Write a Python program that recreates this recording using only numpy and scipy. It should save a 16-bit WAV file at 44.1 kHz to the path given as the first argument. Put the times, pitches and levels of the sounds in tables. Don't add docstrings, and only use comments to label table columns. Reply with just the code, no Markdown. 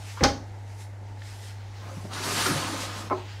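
import sys
import numpy as np
from scipy import signal
from scipy.fft import rfft, irfft, next_fast_len
from scipy.io import wavfile
from scipy.ndimage import uniform_filter1d, map_coordinates

SR = 44100
rng = np.random.default_rng(int(sys.argv[2]) if len(sys.argv) > 2 else 0)


def amplitude_ratio(level_db):
    exponent = np.asarray(level_db, float) / 20
    return 10 ** exponent


def store_wav(level_fs):
    pcm = np.round(np.clip(np.atleast_2d(level_fs), -1, 1) * 32767)
    wavfile.write(sys.argv[1], SR, pcm.T.astype(np.int16))


N = 149940


def unit(x):
    return x / np.sqrt(np.mean(x ** 2) + 1e-20)


def along(points, hz):
    f, v = np.transpose(points)
    return np.interp(np.log(hz + 1), np.log(f + 1), v)


def curves(rows):
    s, *cols = np.transpose(rows)
    return [np.interp(np.arange(N) / SR, s, c) for c in cols]


def wobble(rate):
    return map_coordinates(rng.standard_normal(N // 100), [np.arange(N) * rate / SR])


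def coloured(x, tone):
    m = next_fast_len(len(x) + 8192)
    gain = amplitude_ratio(along(tone, np.fft.rfftfreq(m, 1 / SR)))
    return irfft(rfft(x, m) * gain, m)[:len(x)]


def rustle(tone, patchy_db, grain_db):
    sizes = np.clip(rng.standard_normal(N // 16 + 1), -2, 2).repeat(16)[:N]
    grains = rng.standard_normal(N) * amplitude_ratio(grain_db * sizes)
    z = signal.stft(grains, nperseg=512)[2]
    field = uniform_filter1d(rng.standard_normal(z.shape), size=7, axis=0)
    field = uniform_filter1d(field, size=8, axis=1)
    patchy = signal.istft(z * amplitude_ratio(patchy_db * unit(field)), nperseg=512)[1][:N]
    return unit(coloured(patchy, tone))


def ring(modes, scatter_db=5.0):
    t = np.arange(SR // 2) / SR
    out = np.zeros(len(t))
    for k, (hz, db, t60) in enumerate(modes):
        decay = amplitude_ratio(db + scatter_db * rng.normal() - 60 * t / t60)
        out += (-1) ** k * decay * np.sin(2 * np.pi * hz * t)
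    return out


def add(track, s, sound):
    part = track[round(s * SR):][:len(sound)]
    part += sound[:len(part)]


def hum():
    # frequency in Hz, level in dB per Hz.
    room_air = [(170, -4), (650, -5), (870, 0), (1050, -13.5), (2150, -11.5), (2400, -20.5), (7000, -26),
                (15500, -43.5)]
    # frequency in Hz, level in dB per Hz.
    low_rumble = [(18, -30), (33, 2), (42, -4.5), (80, -4), (140, -11), (220, -74)]
    hum_hz, phase_rad = 100.021, -0.54
    hum_db, sway_db, air_db, rumble_db = -39.5, 0.36, -51.5, -54.5
    tone = np.sqrt(2) * np.sin(2 * np.pi * hum_hz * np.arange(N) / SR + phase_rad)
    air = rustle([(60, -61)] + list(room_air), patchy_db=1.06, grain_db=0.5)
    rumble = rustle(low_rumble, patchy_db=1.5, grain_db=5)
    return amplitude_ratio(hum_db + sway_db * wobble(6.5)) * tone + amplitude_ratio(air_db) * air + amplitude_ratio(rumble_db) * rumble


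def cloth_strokes():
    # start in seconds, length in seconds, level in
    # dB, brightness in dB.
    strokes = [(-.05, 0.1, -58.5, 8), (.058, .112, -54.5, 7.5), (.185, 0.12, -50, -5),
               (.25, 0.39, -70.5, 3.5), (.88, 0.14, -88, -16), (0.67, 0.1, -64, 6.5),
               (0.798, 0.043, -57.5, 11.5), (1.06, 0.059, -63, -6), (1.166, 0.17, -64.5, 1),
               (1.25, 0.21, -61.5, 10), (1.43, 0.1, -56, 5), (1.56, 0.17, -64, -4), (1.737, 0.17, -58, -3),
               (1.885, 0.22, -61, 8.5), (2.23, 0.14, -41.5, 10), (2.394, 0.023, -31.5, 8.5),
               (2.798, 0.045, -40, 8.5), (2.945, 0.072, -48.5, 6.5)]
    lift = (3.12, .4, -56, -14)
    # frequency in Hz, level in dB.
    body_tone = [(300, -44), (900, -2), (2000, 2.5), (4000, 0.5), (7000, -7.5), (10000, -24)]
    # frequency in Hz, level in dB.
    sheen_tone = [(2500, -31), (5000, 1.5), (8000, -1.5), (12000, -8), (15500, -24)]
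    rise_s, fall_s = 0.014, 0.016
    s, length, db, bright_db = np.transpose([*strokes, lift])[..., None]
    t = np.arange(N) / SR
    rise = 1 + np.tanh((t - s) / rise_s / 2)
    fall = 1 - np.tanh((t - s - length) / fall_s / 2)
    on = rise * fall / 4
    body = (amplitude_ratio(db + 5.5) * on).sum(0) * rustle(body_tone, patchy_db=2.0, grain_db=-2.5)
    sheen = (amplitude_ratio(db - 5.0 + bright_db) * on).sum(0) * rustle(sheen_tone, patchy_db=1.5, grain_db=-1.5)
    return amplitude_ratio(0.9 * wobble(25)) * (body + sheen)


def ticks():
    # start in seconds, level in dB, pitch in Hz, t60 in seconds.
    clicks = [(0.173, -35, 1110, 0.074), (0.186, -41, 1180, 0.15), (0.207, -35, 2020, 0.077),
              (1.219, -42, 1850, 0.029), (1.22, -44.5, 3200, 0.02), (2.052, -35.5, 610, 0.048),
              (2.115, -52, 2500, 0.034), (2.237, -29.5, 3900, 0.034), (2.466, -23, 5000, 0.026),
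              (2.134, -33, 3520, 0.025), (2.458, -23, 1330, 0.078), (3.1, -30.5, 990, 0.024),
              (3.178, -41.5, 870, 0.13), (0.2363, -39, 7540, .06)]
    width, top_db = 1.2, -28
    out, t = np.zeros(N), np.arange(SR // 10) / SR
    for s, db, hz, t60 in clicks:
        tone = [(hz / 2, -30), (hz / width, -9), (hz, 0), (hz * width, -9), (hz * 2, top_db), (15000, -55)]
        noise = unit(coloured(rng.standard_normal(len(t)), tone))
        add(out, s, amplitude_ratio(db - 60 * t / t60) * noise)
    return out


def door():
    # start in seconds, level in dB, blow length in seconds, snap over the cabinet in dB.
    contacts = [(.207, -29, 0.00013, 6), (.2125, -19, 0.00046, 5), (.2175, -30, 0.00023, 3),
                (.225, -23.5, 0.00054, 10), (.229, -23.5, 0.00021, 20), (.233, -32, 0.00023, 18),
                (.2355, -30, .00002, 16.5), (.237, -25, .00002, 15.5), (.2395, -20, 0.000055, 5.5),
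                (.242, -24, 0.000031, -2), (.245, -25, 0.000023, 4), (.2485, -20, 0.00006, 12),
                (.252, -27, .0001, 12), (.2555, -24, 0.000069, 3.5), (.259, -29.5, 0.0003, 15),
                (.263, -22, .0002, 5), (.277, -31, 0.00031, 1), (.292, -38, 0.00037, 6),
                (.303, -43, 0.00049, 12)]
    # frequency in Hz, level in dB, t60 in seconds.
    cabinet = [(39.4, -19, 0.34), (68, -8.5, 0.15), (180, -5, 0.027), (271, -3.5, 0.051),
               (361, -7.5, 0.053), (402, -9, .05), (532, -1.5, 0.073), (640, -3, 0.034), (813, -2.5, .1),
               (1058, -4, 0.05), (1220, -4, 0.016), (1460, -5, 0.036), (1770, 2, 0.043), (2110, -1, 0.029)]
    # frequency in Hz, level in dB.
    snap_tone = [(400, -5), (1800, -4), (2900, -10), (3650, -3), (5100, -1), (6200, -2.5), (8600, -17),
                 (15500, -32)]
    snap_t60_s, snap_rise_s = 0.045, 0.0005
    out, t = np.zeros(N), np.arange(SR // 2) / SR
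    for s, db, length_s, snap_db in contacts:
        u = t[:SR // 20] / max(length_s, 1 / SR)
        push = u * np.exp(-u)
        noise = unit(coloured(rng.standard_normal(len(t)), snap_tone))
        snap = noise * amplitude_ratio(snap_db - 60 * t / snap_t60_s) * (1 - np.exp(-t / snap_rise_s))
        body = ring(cabinet, scatter_db=4) + snap
        add(out, s, amplitude_ratio(db) * signal.fftconvolve(body, push / push.sum()))
    return out


def basket():
    # start in seconds, level in dB, pitch in Hz, t60 in seconds.
    bumps = [(0.211, -32, 270, 0.044), (.222, -17.5, 170, 0.085), (0.234, -29, 68, 0.29),
             (1.91, -38, 536, 0.2), (3.138, -30, 395, 0.03), (3.164, -29, 398, 0.053),
             (1.97, -23.5, 162, 0.044), (1.982, -23, 201, 0.017), (2.044, -26, 190, 0.044),
             (2.051, -25, 300, 0.02), (2.162, -37, 259, 0.19), (2.266, -32, 406, 0.1),
             (2.295, -27, 185, 0.05), (2.4, -40, 180, .06), (2.334, -28.5, 168, 0.086),
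             (2.461, -22.5, 367, 0.1), (2.484, -23.5, 277, 0.25), (2.496, -21, 139, 0.053),
             (2.512, -16.5, 175, 0.058), (2.554, -20, 146, 0.082), (2.559, -25.5, 540, 0.076),
             (2.645, -31, 272, 0.12), (2.723, -28, 280, 0.13), (3.003, -34.5, 283, 0.064),
             (2.74, -31, 540, 0.11), (2.83, -35, 540, 0.15), (2.909, -42, 543, 0.14),
             (2.99, -41, 555, 0.11), (2.201, -34.5, 365, 0.089), (2.319, -29, 383, 0.074)]
    # start in seconds, level in dB.
    slips = [(3.1067, -27.5), (3.1112, -25.5), (3.1150, -24), (3.1187, -30.5), (3.122, -25), (3.1259, -24),
             (3.1285, -24), (3.1333, -31)]
    # frequency in Hz, level in dB, t60 in seconds.
    rim = [(190, -9.5, 0.042), (285, -3, 0.025), (377, -4, 0.084), (605, -3, 0.084), (730, -1.5, 0.016),
           (840, 0.5, 0.024), (1024, 1.5, 0.031), (1314, -2.5, 0.02), (1720, -18, 0.05), (2170, -16, 0.038)]
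    spread, rise_s = 0.11, 0.0011
    out, t = np.zeros(N), np.arange(SR // 2) / SR
    for s, db, hz, t60 in bumps:
        modes = [(hz, 0, t60), (hz * (1 + spread), -6, t60 / 2), (hz * 2, -12, t60 / 2)]
        soft_start = 1 - np.exp(-t / rise_s)
        add(out, s, amplitude_ratio(db) * ring(modes, scatter_db=0.8) * soft_start)
    for s, db in slips:
        add(out, s, amplitude_ratio(db) * ring(rim, scatter_db=2.7))
    return out


def heap():
    # time in seconds, effort in dB, basket wall's share in dB.
    drag = [
        (2.112, -48, 5),
        (2.138, -38, -6.5),
        (2.2, -37.5, -1),
        (2.3, -36.5, 1.5),
        (2.46, -29, -5.5),
        (2.51, -32, -1.5),
        (2.79, -38.5, -0.5),
        (3.03, -46, 2),
        (3.079, -48, 1),
    ]
    # frequency in Hz, level in dB per Hz.
    cloth_tone = [(300, -23), (700, -17), (1170, -6), (2300, -9), (4300, -10.5), (6500, -14),
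                  (10100, -26.5), (15500, -48)]
    # frequency in Hz, level in dB per Hz.
    sheen_tone = [(3000, -40), (4500, -5.5), (6500, -10), (10000, -8.5), (15500, -26)]
    # frequency in Hz, level in dB.
    wall_tone = [(90, -18), (150, -2), (280, -1), (420, -7), (550, -5.5), (1100, -3.5), (1600, -9),
                 (2600, -34.5)]
    sheen_db, sheen_grows, full_effort_db = -6.5, 0.66, -32.5
    reach_s, reach_length_s, reach_db, edge_s = 1.777, 0.25, -48, 0.036
    effort_db, share_db = curves([(2.05, -90, 0), *drag, (3.2, -90, 0)])
    cloth = amplitude_ratio(0.3 * wobble(22.77)) * rustle(cloth_tone, patchy_db=1.76, grain_db=1.0)
    sheen_gain = amplitude_ratio(sheen_db + sheen_grows * (effort_db - full_effort_db))
    sheen = sheen_gain * rustle(sheen_tone, patchy_db=4.5, grain_db=2.5)
    wall = amplitude_ratio(2.0 * wobble(30.12)) * rustle(wall_tone, patchy_db=0.2, grain_db=0.5)
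    t = np.arange(N) / SR - reach_s
    reach = amplitude_ratio(reach_db) / (1 + np.exp(-t / edge_s)) / (1 + np.exp((t - reach_length_s) / edge_s))
    return amplitude_ratio(effort_db) * (cloth + sheen) + (amplitude_ratio(effort_db + share_db) + reach) * wall


def walls(x):
    # frequency in Hz, t60 in seconds.
    room_t60 = [(100, 0.54), (500, 0.35), (2000, 0.28), (6000, 0.31), (9000, 0.29), (14000, 0.36)]
    delay_s = 0.004
    hz, t, z = signal.stft(rng.standard_normal(SR // 2), SR, nperseg=256)
    fade = amplitude_ratio(-60 * t / along(room_t60, hz)[:, None])
    tail = signal.istft(z * fade, SR, nperseg=256)[1]
    late = np.pad(x, (round(delay_s * SR), 0))
    return signal.fftconvolve(late, tail / np.linalg.norm(tail))[:N]


def scene():
    near = [(cloth_strokes(), -6.5), (door() + ticks(), -5), (basket(), -8.5), (heap(), -6.5)]
    mix = hum() + sum(x + amplitude_ratio(wet_db) * walls(x) for x, wet_db in near)
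    return np.array([mix, mix])


def roll_off(x):
    return signal.sosfilt(signal.butter(12, 16620, fs=SR, output="sos"), x)


def record(dry):
    # frequency in Hz, level in dB.
    band = [(15, -12), (45, 0), (15650, 0), (15750, -90)]
    # frequency in Hz, level in dB.
    side_tone = [(3000, -70), (4500, -27), (8000, -26), (15000, -21)]
    clip_top, knee = 0.5, 4
    clipped = dry[0] / (1 + abs(dry[0] / clip_top) ** knee) ** (1 / knee)
    mid = coloured(clipped, band)
    side = coloured(np.roll(mid, 300), side_tone)
    return roll_off(np.array([mid + side, mid - side]))


dry = scene()
out = record(dry)
store_wav(out)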